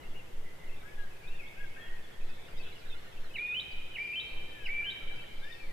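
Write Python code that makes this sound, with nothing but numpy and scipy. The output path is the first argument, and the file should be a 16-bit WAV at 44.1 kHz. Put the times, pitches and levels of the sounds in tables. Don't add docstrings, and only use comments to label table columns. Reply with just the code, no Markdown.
import sys
import numpy as np
from scipy import signal
from scipy.fft import rfft, irfft
from scipy.io import wavfile
from scipy.ndimage import uniform_filter1d, map_coordinates

SR = 44100
rng = np.random.default_rng(int(sys.argv[2]) if len(sys.argv) > 2 else 0)


def output_pcm(signal):
    pcm = np.clip(np.atleast_2d(signal).T, -1, 1) * 32767
    wavfile.write(sys.argv[1], SR, np.round(pcm).astype(np.int16))


N = 252252
BIN_HZ = np.arange(N // 2 + 1) * SR / N


def undb(db):
    return 10 ** (np.asarray(db) / 20)


def wander(rate_hz, size):
    return map_coordinates(rng.standard_normal(4096), [np.arange(size) / SR * rate_hz], order=2, mode="wrap")


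def on_bins(points):
    hz, value = np.transpose(points)
    return np.interp(np.log(BIN_HZ + 1), np.log(hz), value)


def add(out, sound, start_s):
    i = int(np.clip(start_s * SR, 0, N - 1))
    out[..., i:i + sound.shape[-1]] += sound[..., :N - i]


def pan(db):
    return undb(np.array([[db], [-db]]) / 2)


# (frequency [Hz], relative density [dB])
AIR_SPECTRUM = [(24, -28), (40, -10), (59, -15), (141, -16), (269, -23.5), (361, -18), (440, -18.5),
                (578, -23), (880, -24.5), (1160, -29.5), (2140, -28), (2370, -34.5), (3270, -32),
                (4080, -39.5), (14800, -45)]
# (frequency [Hz], left-right correlation [-])
AIR_CORRELATION = [(50, 0.62), (150, 0.51), (400, 0.055), (1500, 0.0077), (8000, 0.12)]


def outdoor_air(level_db=-53, swell_db=1.48, crossover_hz=1200):
    gain = undb(on_bins(AIR_SPECTRUM))
    alike = on_bins(AIR_CORRELATION)
    mid, side = rfft(rng.standard_normal((2, N))) * gain * np.sqrt([1 + alike, 1 - alike])
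    ears = np.array([mid + side, mid - side])
    lowpass = 1 / (1 + (BIN_HZ / crossover_hz) ** 2)
    murmur = irfft(ears * lowpass, N) * undb(swell_db * wander(5.02, N))
    hiss = irfft(ears * (1 - lowpass), N)
    air = murmur + hiss
    return air / air.std() * undb(level_db)


def drone(hz=532, width_hz=12, level_db=-71):
    band = np.exp(-.5 * ((BIN_HZ - hz) / width_hz) ** 2)
    tone = irfft(rfft(rng.standard_normal((2, N))) * band, N)
    return tone / tone.std() * undb(level_db)


def syrinx(hz, overtone_db, waver=.0054, flutter_db=1):
    size = len(hz)
    phase = 2 * np.pi * np.cumsum(hz * (1 + waver * wander(189.1, size))) / SR
    edges = signal.windows.tukey(size, min(1, 260 / size))
    flutter = undb(flutter_db * wander(86.5, size))
    return np.sqrt(2) * edges * flutter * (np.sin(phase) + undb(overtone_db) * np.sin(2 * phase))


def slurred_note(length_s, contour_hz, overtone_db):
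    u = np.linspace(0, 1, int(max(length_s, .01) * SR))
    hz = np.polyval(np.polyfit([0, .5, 1], contour_hz, 2), u)
    return syrinx(hz, overtone_db, waver=.014, flutter_db=3) * np.abs(np.sin(np.pi * u)) ** .36


def walls(sound, early_t60_s, early_db, late_t60_s=1.9):
    t = np.arange(2 * SR) / SR
    arrived = t > .003
    early, late = (rng.standard_normal((2, len(t))) * undb(-60 * t / t60_s) * arrived
                   for t60_s in (early_t60_s, late_t60_s))
    response = undb(early_db) * early / np.linalg.norm(early[0]) + late / np.linalg.norm(late[0])
    return signal.fftconvolve(sound[None], response, axes=1)[:, :N]


# (time [s], level [dB])
FLOCK_LEVEL = [(0, -66.5), (.4, -81.5), (.8, -67.5), (1.2, -71), (1.7, -68), (2.1, -69.5), (2.7, -64),
               (3.3, -68), (4.0, -71.5), (4.5, -69), (5.2, -64.5), (5.7, -70)]
# (pitch [Hz], gain [dB])
FLOCK_COLOUR = [(1300, 3), (1900, 2.5), (2600, 7), (3600, -1.5), (4200, -3), (5300, -9.5)]


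def flock(count=600, gain_db=-3):
    voices = np.zeros(N)
    colour_hz, colour_db = np.transpose(FLOCK_COLOUR)
    for k in range(count):
        start_s = (k + rng.random()) / count * N / SR
        hz = rng.uniform(colour_hz[0], colour_hz[-1])
        contour_hz = hz * np.exp(.07 * rng.standard_normal(3))
        note = slurred_note(rng.uniform(.02, .05), contour_hz, overtone_db=-40)
        db = np.interp(start_s, *np.transpose(FLOCK_LEVEL)) + np.interp(hz, colour_hz, colour_db)
        add(voices, note * undb(db + gain_db), start_s)
    return walls(voices, early_t60_s=.12, early_db=2.5)


# (start [s], length [s], pitch [Hz], level [dB])
BUZZ_CALLS = [(0, 0.05, 2037, -60), (0, 0.05, 2956, -64), (0.429, 0.1, 1998, -57.5),
              (0.584, .12, 2045, -57), (1.80, 0.17, 1856, -55.5), (2.27, 0.17, 3540, -64),
              (2.64, 0.066, 3416, -57.5), (3.951, .21, 4810, -68), (4.252, 0.11, 4210, -64),
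              (5.427, 0.17, 5090, -67.5), (5.469, 0.27, 4350, -69)]


def buzzes(rasp=.045, direct_db=-3, room_db=-4):
    voice = np.zeros(N)
    for start_s, length_s, hz, db in BUZZ_CALLS:
        size = int(length_s * SR)
        note = syrinx(hz * (1 + rasp * wander(700, size)), overtone_db=-35)
        add(voice, note * np.hanning(size) ** .27 * undb(db), start_s)
    return undb(direct_db) * voice + undb(room_db) * walls(voice, early_t60_s=.36, early_db=2)


# (start [s], level before filtering [dB])
THROB_PULSES = [(.034, -4.5), (.316, -2), (.627, -3.5), (.928, -2), (1.243, -2), (1.561, -4.5), (1.855, -3),
                (2.168, .5), (2.513, -2.5), (2.829, -3.5), (3.135, -3), (3.711, -4), (4.303, -3.5),
                (4.611, -3), (5.011, -3), (5.32, -4.5), (5.612, -4)]


def throb(pulse_s=.073, lowpass_hz=1, highpass_hz=6.19):
    pulses = np.zeros(N)
    for start_s, db in THROB_PULSES:
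        add(pulses, -undb(db) * np.hanning(int(pulse_s * SR)), start_s)
    smoothed = signal.sosfilt(signal.butter(1, lowpass_hz, fs=SR, output="sos"), pulses)
    return signal.sosfilt(signal.butter(4, highpass_hz, "high", fs=SR, output="sos"), smoothed)


# (start [s], length [s], first pitch [Hz], middle pitch [Hz], last pitch [Hz], level [dB], echo send [dB])
WHISTLE_NOTES = [ (0.142, 0.073, 2660, 2860, 2630, -57, -3), (0.826, .12, 1495, 1685, 1710, -56, -0.5),
                 (0.97, 0.093, 1658, 1653, 1573, -55.5, -1), (1.227, .14, 2260, 2610, 2735, -55.5, 4.5),
                 (1.389, 0.036, 2706, 2480, 2170, -55, 2), (1.414, 0.049, 2260, 2192, 2210, -59, 15),
                 (1.562, .11, 1510, 1645, 1490, -55, -8), (1.759, 0.063, 1420, 1790, 1763, -55, 4),
                 (2.496, .052, 2480, 2413, 2540, -65, 6.5), (2.631, .091, 2584, 2615, 2740, -60, -1),
                 (4.522, .18, 1818, 1680, 1504, -57.5, -2), (4.765, 0.17, 1860, 1670, 1550, -58, 1.5),
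                 (5.407, 0.16, 1490, 1804, 1823, -53.5, -3.5), (5.598, .069, 2354, 2375, 2170, -52, 0),
                 (5.676, 0.055, 2140, 1990, 1850, -60, 4)]


def far_whistles(direct_db=-3.5, room_db=-2, pan_db=16):
    voice, send = np.zeros((2, N))
    for start_s, length_s, first_hz, middle_hz, last_hz, db, send_db in WHISTLE_NOTES:
        overtone_db = -20 - 45 * np.log2(middle_hz / 1700)
        note = undb(db) * slurred_note(length_s, [first_hz, middle_hz, last_hz], overtone_db)
        add(voice, note, start_s)
        add(send, note * undb(send_db), start_s)
    echo = walls(send, early_t60_s=.11, early_db=-9)
    return undb(direct_db) * voice * pan(pan_db) + undb(room_db) * echo


# (start [s], length [s], pitch [Hz], sweep [oct], level [dB], left minus right [dB])
CHIRP_NOTES = [ (1.27, 0.026, 3700, 0.15, -62, -14), (1.344, 0.044, 3510, -.16, -64, -8),
               (1.456, .035, 3405, 0.32, -60, -13), (1.795, 0.096, 3270, -.04, -57.5, 7),
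               (2.122, 0.03, 3310, .03, -59.5, 2), (2.287, .022, 5020, -.24, -66, -7),
               (2.449, .032, 3550, .29, -61, 11), (2.564, 0.032, 3740, 0.17, -56.5, 11),
               (2.572, 0.053, 4690, -.26, -64.5, -13), (2.896, .055, 3613, -0.12, -57.5, -21.5),
               (3.235, 0.047, 4080, -0.31, -66, -11), (3.36, 0.045, 3730, -0.305, -59.5, -14),
               (3.458, 0.072, 3630, 0, -57.5, -17.5), (3.712, .02, 4659, -0.275, -59, 2),
               (4.657, .033, 4700, -.39, -64, 10), (5.419, 0.064, 3610, 0, -59.5, 12),
               (5.506, 0.05, 3600, -.03, -56.5, 17)]


def far_chirps(arch_oct=.033, direct_db=-3, room_db=-5):
    voices, send = np.zeros((2, N)), np.zeros(N)
    for start_s, length_s, hz, sweep_oct, db, pan_db in CHIRP_NOTES:
        contour_oct = np.array([-sweep_oct / 2 - arch_oct, 0, sweep_oct / 2 - arch_oct])
        note = undb(db) * slurred_note(length_s, hz * 2 ** contour_oct, overtone_db=-60)
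        add(voices, note * pan(pan_db), start_s)
        add(send, note, start_s)
    return undb(direct_db) * voices + undb(room_db) * walls(send, early_t60_s=.15, early_db=-2)


def chips(start_s=2.073, count=7, rate_hz=5.32, length_s=.047, first_hz=4200, last_hz=1300, room_db=-2):
    voice = np.zeros(N)
    u = np.linspace(0, 1, int(length_s * SR))
    hz = last_hz + (first_hz - last_hz) * (1 - u) ** 1.7
    swell = undb(-71.4 + 8.6 * u)
    for k in range(count):
        add(voice, syrinx(hz, overtone_db=-14) * swell, start_s + k / rate_hz)
    return voice + undb(room_db) * walls(voice, early_t60_s=.34, early_db=8.5)


SECOND_STEP_HZ, TOP_HZ = 3107, 3917


def phrase_contour(held_s, held_hz, lift_hz, first_s, first_hz, second_s, top_s):
    lead_s, slur_s, glide_s = .023, .023, .0057
    lead_hz, brink_hz, dip_hz, flat_hz = 3000, 2770, 1720, 168.3
    lead, slur, held, first, second, top = (np.linspace(0, 1, int(length_s * SR)) for length_s in
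                                            (lead_s, slur_s, held_s, first_s, second_s, top_s))
    t = held * held_s
    scoop_hz = (held_hz - flat_hz - dip_hz) * np.exp(-t / .00094)
    settling = np.exp(-t / .0172)
    lift = np.exp((t - held_s) / .014)
    notes = [(lead_hz + (brink_hz - lead_hz) * lead ** 4, -50 + 14.5 * lead ** 2),
             (brink_hz + (dip_hz - brink_hz) * slur ** .7, -35.5 - 21.5 * slur ** 2),
             (held_hz - scoop_hz - flat_hz * settling + lift_hz * lift, -37 + 1.5 * settling),
             (np.full_like(first, first_hz), np.full_like(first, -39.5)),
             (SECOND_STEP_HZ - 116 * second ** 6, -36.5 + 3.5 * second),
             (TOP_HZ - 190 * top, -42.5 - 3.5 * top)]
    return uniform_filter1d(np.hstack(notes), size=int(glide_s * SR), axis=1)


# (start [s], held length [s], held pitch [Hz], end lift [Hz], first step length [s],
#  first step pitch [Hz], second step length [s], top note length [s], gain [dB], echo send [dB])
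NEAR_PHRASES = [(3.336, .165, 2453, 150, .019, 2920, .034, .026, 1.3, -1.8),
                (3.937, .150, 2388, 60, .025, 2635, .043, .031, -.6, 1),
                (4.641, .156, 2340, 70, .021, 2925, .038, .028, -1, 1.3)]


def near_bird(top_rasp=.016, unsteady_db=.8, direct_db=-1.5, room_db=-4, pan_db=-1.5, echo_db_per_oct=-4):
    voice, send = np.zeros((2, N))
    for start_s, *shape, gain_db, send_db in NEAR_PHRASES:
        hz, db = phrase_contour(*shape)
        rasp = top_rasp * np.clip((hz - SECOND_STEP_HZ) / (TOP_HZ - SECOND_STEP_HZ), 0, 1)
        shaken_hz = hz * (1 + rasp * wander(500, len(hz)))
        song = syrinx(shaken_hz, overtone_db=-48, waver=.005, flutter_db=.7)
        song *= undb(db + gain_db + unsteady_db * wander(35, len(hz)))
        add(voice, song, start_s)
        add(send, song * undb(send_db + echo_db_per_oct * np.log2(hz / np.median(hz))), start_s)
    echo = walls(send, early_t60_s=.12, early_db=-7)
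    return undb(direct_db) * voice * pan(pan_db) + undb(room_db) * echo


def scene():
    return (outdoor_air() + drone() + flock() + buzzes() + throb()
            + far_whistles() + far_chirps() + chips() + near_bird())


def record(dry):
    return signal.sosfilt(signal.ellip(12, .1, 70, 15000, fs=SR, output="sos"), dry)


dry = scene()
out = record(dry)
output_pcm(out)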